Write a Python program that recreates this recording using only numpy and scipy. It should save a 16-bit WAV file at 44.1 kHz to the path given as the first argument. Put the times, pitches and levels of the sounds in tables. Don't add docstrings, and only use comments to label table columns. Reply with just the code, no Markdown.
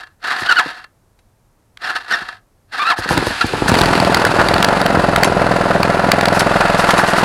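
import sys
import numpy as np
from scipy import signal
from scipy.fft import rfft, irfft
from scipy.io import wavfile

SR = 44100
rng = np.random.default_rng(int(sys.argv[2]) if len(sys.argv) > 2 else 0)


def dump_mix(stems):
    frames = np.atleast_2d(stems).T
    limited = np.clip(frames, -1, 1)
    pcm = np.round(limited * 32767).astype(np.int16)
    wavfile.write(sys.argv[1], SR, pcm)


N = 319284
TIME = np.arange(N) / SR

# pitch in Hz, width in Hz, gain in dB.
HOUSING_MODES = [(742, 14, -3), (938, 39, -6.5), (1065, 35, -7), (1275, 98, -2.5), (1550, 92, -2.5),
                 (1716, 55, 3), (1805, 180, -7.5), (2730, 26, -7.5), (3230, 37, -13), (3730, 290, -17.5),
                 (4480, 37, -20)]
# start in seconds, hold in seconds,
# release in seconds, top pitch in Hz, squeal in dB, grating in dB.
CLUTCH_SLIPS = [(0.302, .008, 0.033, 1256, -21.5, -13.5), (.463, 0.0049, 0.0081, 1485, -19.5, -20),
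                (.494, 0.0051, 0.0073, 1509, -11, -11.5), (0.516, .006, .01, 1434, -8, -13),
                (0.573, 0.0036, 0.03, 1486, -8.5, -12.5), (1.843, 0.0047, 0.011, 1790, -20.5, -20),
                (1.892, 0.0047, 0.018, 1472, -23, -16), (2.113, 0.0062, 0.014, 1490, -18, -14),
                (2.14, 0.0033, 0.0077, 1835, -12.5, -11), (2.8, 0.031, 0.01, 1230, -15.5, -23),
                (2.857, 0.045, 0.032, 1370, -12.5, -19), (3.415, .001, 0.0093, 1396, -11.5, -7.5)]
# time in seconds, strength in dB.
CATCHING = [(3.05, -29), (3.11, 4.5), (3.27, -5.5), (3.38, -14.5), (3.58, -1), (3.7, 1)]
# time in seconds, raggedness from 0 to 1.
RAGGEDNESS = [(3.7, 0.95), (4.3, 0.55), (4.9, 0.15), (5.5, 0)]
# frequency in Hz, level in dB.
CRACK_SPECTRUM = [(500, 0.5), (1600, 6.5), (3000, -0.5), (4500, -1), (6000, -14), (10000, -13),
                  (16000, -20)]
SLIP_ATTACK_S = .006


def from_db(db):
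    return 10 ** (np.asarray(db) / 20)


def rms_one(x):
    return x / np.sqrt(np.mean(x ** 2) + 1e-20)


def curve(rows, outside=None):
    return np.interp(TIME, *np.transpose(rows), outside, outside)


def coloured(x, spectrum):
    hz, db = np.transpose(spectrum)
    bins = np.maximum(np.arange(N // 2 + 1) * SR / N, 1)
    gain = from_db(np.interp(np.log(bins), np.log(hz), db))
    bass_cut = np.minimum(bins / hz[0], 1) ** 2
    return rms_one(irfft(rfft(x) * gain * bass_cut, N))


def drift(per_s):
    return rms_one(np.interp(TIME * per_s, np.arange(N), rng.standard_normal(N)))


def grains(per_s, spread_db):
    impacts = (rng.random(N) < per_s / SR) * rng.choice([-1, 1], N)
    return rms_one(impacts * from_db(spread_db * rng.standard_normal(N)))


def clicks(times, gains):
    at = np.round(np.asarray(times) * SR).astype(int)
    return np.bincount(np.maximum(at, 0), gains, N)[:N]


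def swell(centre, length):
    out = np.zeros(N)
    near = slice(*np.searchsorted(TIME, [centre - 3 * length, centre + 3 * length]))
    out[near] = np.exp(-2 * ((TIME[near] - centre) / length) ** 2)
    return out


def resonate(x, modes):
    out = 0
    for k, (hz, width, db) in enumerate(modes):
        r = np.exp(-np.pi * width / SR)
        poles = [1, -2 * r * np.cos(2 * np.pi * hz / SR), r * r]
        gain = (-1) ** k * from_db(db) * (1 - r * r) / 2
        out = out + gain * signal.lfilter([1, 0, -1], poles, x + 1e-18)
    return out


def dying(t60):
    return np.exp(-np.minimum(np.log(1000) * TIME / t60, 50))


def play(hits, response):
    return signal.oaconvolve(hits, response[:SR // 2])[:N]


def bandpass(x, low_hz, high_hz):
    return signal.sosfilt(signal.butter(2, [low_hz, high_hz], "band", fs=SR, output="sos"), x + 1e-18)


def cycle_times(share):
    # time in seconds, firings per second.
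    firing_rate = [(3.65, 21.5), (4.5, 20.09), (4.62, 24.43), (4.95, 21.75), (5.55, 20.65), (6.68, 21.53),
                   (6.95, 20.34), (7.24, 20.54)]
    cycles = np.cumsum(curve(firing_rate, outside=0)) / SR + .15
    return np.interp(np.arange(1, cycles[-1] - share) + share, cycles, TIME)


def strokes(share, uneven_db, jitter_s):
    times = cycle_times(share)
    late, strong = rng.standard_normal((2, len(times)))
    return clicks(times + jitter_s * late, from_db(uneven_db * strong))


def gas_puffs(pulses, turbulence, t60):
    return pulses + turbulence * play(pulses, dying(t60)) * rng.standard_normal(N)


def part_db(idle_db, ragged_db, behind_db, swing_s=(6.1, 6.63)):
    return idle_db + ragged_db * curve(RAGGEDNESS) + behind_db * np.interp(TIME, swing_s, [0, 1])


def slip_level(start, hold, release, growth_db_per_s=44):
    out = np.zeros(N)
    near = slice(*np.searchsorted(TIME, [start - 4 * SLIP_ATTACK_S, start + hold + 4 * release]))
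    age = TIME[near] - start
    bite = np.exp(-(np.minimum(age, 0) / SLIP_ATTACK_S) ** 2)
    letting_go = np.exp(-(np.maximum(age - hold, 0) / release) ** 2)
    out[near] = bite * letting_go * from_db(growth_db_per_s * np.minimum(age - hold, 0))
    return out


def yard_air(level_db=-56.5):
    # frequency in Hz, level in dB.
    air_spectrum = [(15, -43.5), (25, -2.5), (64, -10.5), (80, -8), (102, -5), (141, -13), (157, -16),
                    (911, -24), (3080, -39), (14400, -37.5), (16000, -43.5)]
    return from_db(level_db) * coloured(rng.standard_normal(N), air_spectrum)


def starter(spin_up_db_per_s=849, coast_power=1.37, chatter_db=2.5, rasp_db=-0.53, ring_db=2.3):
    # up to speed, drive off and standstill in seconds, level in dB.
    bouts = [(0, .03, .16, -43), (0.245, 0.59, 0.88, -17.5), (1.821, 1.97, 2.11, -22.5),
             (2.091, 2.193, 2.41, -20.5), (2.738, 2.92, 2.958, -16.5), (2.974, 3.418, 3.73, -19)]
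    # centre in seconds, length in seconds, level in dB.
    grinds = [(.008, 0.019, -28.5), (0.036, 0.013, -35), (.072, 0.0068, -32), (0.264, 0.0048, -28),
              (0.599, 0.011, -14), (0.844, 0.0049, -27.5), (1.871, .014, -16), (1.964, 0.015, -12.5),
              (2.158, 0.0079, -15), (2.288, .008, -21), (2.912, 0.017, -11), (3.047, 0.0068, -12.5),
              (3.17, .005, -9.5), (3.681, 0.0072, -5)]
    # frequency in Hz, level in dB.
    gear_spectrum = [(45, -28.5), (130, -24.5), (300, -14), (600, -15), (720, -3), (950, -16.5),
                     (1750, -1.5), (2270, -13), (2750, -10), (3100, -17), (4400, -10), (6200, -27),
                     (11000, -30.5), (15500, -45.5)]
    churning = 0
    for at_speed, off, stop, db in bouts:
        spin_up_db = -spin_up_db_per_s * np.clip(at_speed - TIME, 0, .5)
        coasting = np.interp(TIME, [off, stop], [1, 0]) ** coast_power
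        churning = churning + from_db(db - 4 + spin_up_db) * coasting
    grating = sum(from_db(db) * swell(s, length) for s, length, db in grinds)
    slipping = sum(from_db(db) * slip_level(s, hold, release)
                   for s, hold, release, _, _, db in CLUTCH_SLIPS)
    chatter = from_db(chatter_db * drift(per_s=170))
    force = np.hypot(churning, from_db(-1) * (grating + slipping)) * chatter / 2
    rasp = force * coloured(grains(per_s=5000, spread_db=3.5), gear_spectrum)
    teeth = grains(per_s=3000, spread_db=4)
    ringing = resonate(force * teeth, HOUSING_MODES) / np.std(resonate(teeth, HOUSING_MODES))
    return from_db(rasp_db) * rasp + from_db(ring_db) * ringing


def clutch(climb_hz_per_s=2000, sag_hz_per_s=14000, lowest_hz=788, waver=0.02, flutter_db=2.4):
    level, hz = np.zeros(N), np.zeros(N)
    for start, hold, release, top_hz, db, _ in CLUTCH_SLIPS:
        past_top = TIME - start - hold
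        glide_hz = top_hz + np.minimum(climb_hz_per_s * past_top, -sag_hz_per_s * past_top)
        hz = np.where(TIME >= start - 2 * SLIP_ATTACK_S, glide_hz, hz)
        level = level + from_db(db + 1.5) * slip_level(start, hold, release)
    rough_hz = np.maximum(hz, lowest_hz) * (1 + waver * drift(per_s=500))
    phase = 2 * np.pi * np.cumsum(rough_hz) / SR
    tone = np.sin(phase) + from_db(-10) * np.sin(2 * phase) + from_db(-13) * np.sin(3 * phase)
    squeal = level * tone * from_db(flutter_db * drift(per_s=400))
    return squeal + from_db(-8) * resonate(squeal, HOUSING_MODES)


def scuffs(rub_from_s=6.77, rub_length_s=0.036, rub_db=-27.5):
    # centre in seconds, length in seconds, level in dB.
    lone_scuffs = [(.41, .025, -35), (2.991, 0.021, -30.5), (3.12, 0.04, -26.5), (3.278, 0.037, -29.5),
                   (3.468, 0.0079, -27), (3.69, .014, -18), (3.79, 0.02, -24), (6.359, 0.028, -26.5),
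                   (6.4, .011, -17.5)]
    # frequency in Hz, level in dB.
    scuff_spectrum = [(2000, -10.5), (4800, 6.5), (7000, -1.5), (9600, 0), (11300, 0), (13000, -12.5),
                      (16000, -9.5)]
    times = cycle_times(share=0.22)
    rubs = [(s, rub_length_s, rub_db) for s in times[times > rub_from_s][::2]]
    level = sum(from_db(db) * swell(s, length) for s, length, db in list(lone_scuffs) + rubs)
    return level * coloured(grains(per_s=6700, spread_db=6.5), scuff_spectrum)


def intake(cough_db=42, thump_db=37, rumble_db=-21):
    # time in seconds, strength in dB.
    early_puffs = [(0.417, -25.5), (.657, -23), (2.216, -33), (2.985, -17), (3.056, -21), (3.106, -8),
                   (3.117, -17), (3.15, -23), (3.171, -8), (3.222, -15), (3.266, -12), (3.304, -17.5),
                   (3.44, -11), (3.533, -9), (3.618, -10.5), (3.657, -11.5)]
    # pitch in Hz, width in Hz, gain in dB.
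    airbox = [(43, 7.2, -3.0), (104.6, 63, -3.0), (242, 270, -2.5), (433, 220, -2.5), (890, 196, -7.5)]
    level_db = part_db(idle_db=-10.5, ragged_db=7.5, behind_db=-9) + curve(CATCHING)
    times, db = np.transpose(early_puffs)
    coughs = gas_puffs(clicks(times + .002, from_db(db + cough_db)), turbulence=0.084, t60=0.054)
    gulps = strokes(share=.57, uneven_db=3, jitter_s=.0005) * from_db(level_db + thump_db)
    thumps = gas_puffs(gulps, turbulence=0.084, t60=0.042)
    rumble = rms_one(resonate(rng.standard_normal(N), airbox))
    draught = (TIME > CATCHING[0][0]) * from_db(level_db + rumble_db) * rumble
    return bandpass(resonate(coughs + thumps, airbox) + draught, low_hz=36, high_hz=1250)


def clanks(crack_t60=0.044):
    # time in seconds, crack in dB, ring in dB.
    knocks = [(1.19, -53, -63), (5.2447, -8, -19.5), (6.397, -15, -25), (6.407, -11, -38), (6.906, -6, -22),
              (6.98, -15, -21.5), (7.076, -18, -36)]
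    # pitch in Hz, level in dB, seconds to fall by 60 dB.
    steel_modes = [(2610, -1, 0.12), (3910, 2, 0.048), (4780, -18, 0.21), (5545, -7, 0.16),
                   (6340, -3, 0.083), (7370, -3.5, 0.063), (9400, -11, 0.15), (9400, -25, 0.5),
                   (9800, 3, 0.03)]
    ringing = sum(from_db(db) * np.sin(2 * np.pi * hz * TIME) * dying(t60)
                  for hz, db, t60 in steel_modes)
    times, crack_db, ring_db = np.transpose(knocks)
    crack_level = play(clicks(times, from_db(crack_db)), dying(crack_t60))
    cracks = crack_level * coloured(rng.standard_normal(N), CRACK_SPECTRUM)
    return cracks + play(clicks(times, from_db(ring_db)), ringing)


def snaps(length_s=0.0021):
    # time in seconds, strength in dB.
    single_snaps = [(1.772, -27.5), (3.089, -11), (3.176, -3), (3.268, -13.5), (3.752, -8.5), (3.814, 0),
                    (4.145, 1), (4.171, -10.5), (4.197, -14), (4.2499, -1), (4.485, -3.5), (4.539, -6),
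                    (4.626, 0), (4.6452, 0), (4.862, -4.5), (5.1602, 1.5), (5.2329, 4), (5.83, -1.5),
                    (6.1164, 6), (6.2093, -4.5), (6.255, -3), (6.283, -7.5)]
    noise = coloured(rng.standard_normal(N), CRACK_SPECTRUM)
    events = list(single_snaps) + jolts()
    bursts = noise * sum(from_db(db - 2.2) * swell(s + .002, length_s) for s, db in events)
    ping = resonate(bursts, [(4560, 300, 3)])
    knock = resonate(bursts, [(1750, 500, -6)])
    return bursts + ping + knock


def mechanics(ring_t60=0.2, shake_t60=0.041, shake_rise_s=0.0025, steady_shake=0.63, hiss_follows=0.089):
    # share of a cycle after firing, level in dB.
    contacts = [(0.081, 3), (0.301, -19), (0.553, -7), (.68, -5), (0.859, -7.5)]
    # centre in seconds, length in seconds, boost in dB.
    flurries = [(4.399, 0.03, 9.5), (6.66, 0.094, 1.5), (7.0, 0.043, 4)]
    # frequency in Hz, level in dB.
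    clatter_spectrum = [(70, -33), (130, -14), (350, 2), (550, -4), (800, 7), (1050, 2.5), (1400, 5.5),
                        (1900, -0.5), (2400, -12), (2750, -10), (3200, -31), (5000, -43)]
    hiss_spectrum = [(1500, -8), (2600, 4.5), (3200, -2), (4500, 0.5), (5800, -11), (8000, -12),
                     (10800, -13), (12500, -24), (15500, -29)]
    strength_db = curve(CATCHING)
    flurry_db = sum(db * swell(s, length) for s, length, db in flurries)
    clatter_db = part_db(idle_db=-20, ragged_db=1.5, behind_db=3) + strength_db + flurry_db
    hiss_db = part_db(idle_db=-30.5, ragged_db=7, behind_db=4) + hiss_follows * strength_db
    hits = sum(from_db(db) * strokes(share, uneven_db=2.5, jitter_s=0.0002) for share, db in contacts)
    block_ring = coloured(rng.standard_normal(N), clatter_spectrum) * dying(ring_t60)
    knocks = rms_one(play(hits, block_ring)) / np.sqrt(2)
    shaking = steady_shake + play(hits, 2 * dying(shake_t60) * (1 - np.exp(-TIME / shake_rise_s)))
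    rattle = shaking * coloured(grains(per_s=3000, spread_db=6), clatter_spectrum)
    hiss = shaking * coloured(grains(per_s=9000, spread_db=4), hiss_spectrum)
    clatter = from_db(-4) * knocks + from_db(-3) * rattle
    fade_in = np.interp(TIME, [CATCHING[0][0], CATCHING[1][0]], [0, 1]) ** 2
    return fade_in * (from_db(clatter_db) * clatter + from_db(hiss_db - 1) * hiss)


def exhaust(blast_db=36):
    # delay in seconds, gain.
    pipe_paths = [(0, 0.79), (.00335, -1.5), (0.0137, -.65)]
    # pitch in Hz, width in Hz, gain in dB.
    muffler_modes = [(44.3, 4.8, -2.5), (111, 810, -13.5), (175.4, 155, -3.5), (464, 132, -9.5),
                     (541, 267, 1.85), (624.5, 190, 4), (1150, 340, -16)]
    level_db = part_db(idle_db=-2.5, ragged_db=-4.5, behind_db=-0.3)
    pulses = strokes(share=0, uneven_db=1.5, jitter_s=.0001) * from_db(level_db + blast_db)
    firings = gas_puffs(pulses, turbulence=0.012 + 0.028 * curve(RAGGEDNESS), t60=0.066)
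    waves = sum(gain * np.interp(TIME - delay, TIME, firings, 0) for delay, gain in pipe_paths)
    return bandpass(resonate(waves, muffler_modes), low_hz=28.2, high_hz=2270)


def jolts(ragged_chance=.45, strength_db=-9, spread_db=1.5):
    turns = np.sort(np.r_[cycle_times(share=.08), cycle_times(share=.56)])
    chance = ragged_chance * np.interp(turns, *np.transpose(RAGGEDNESS))
    thrown = rng.random(len(turns)) < chance
    db = strength_db + spread_db * rng.standard_normal(len(turns))
    return list(zip(turns[thrown], db[thrown]))


def yard_echo(x, echo_db=-23, t60=0.21, dull_hz=2200):
    lowpass = signal.butter(2, dull_hz, fs=SR, output="sos")
    tail = signal.sosfilt(lowpass, rng.standard_normal(N)) * dying(t60)
    return x + from_db(echo_db) * play(x, tail / np.sqrt(np.sum(tail ** 2)))


def scene():
    kart = starter() + clutch() + scuffs() + intake() + clanks() + snaps() + mechanics() + exhaust()
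    return (yard_echo(kart) + yard_air())[None]


def record(dry, port_hz=12500, overload=.72, cutoff_hz=16000):
    dulled = signal.sosfilt(signal.butter(2, port_hz, fs=SR, output="sos"), dry)
    clipped = np.clip(dulled, -overload, overload)
    return signal.sosfilt(signal.ellip(10, .1, 80, cutoff_hz, fs=SR, output="sos"), clipped)


dry = scene()
out = record(dry)
dump_mix(out)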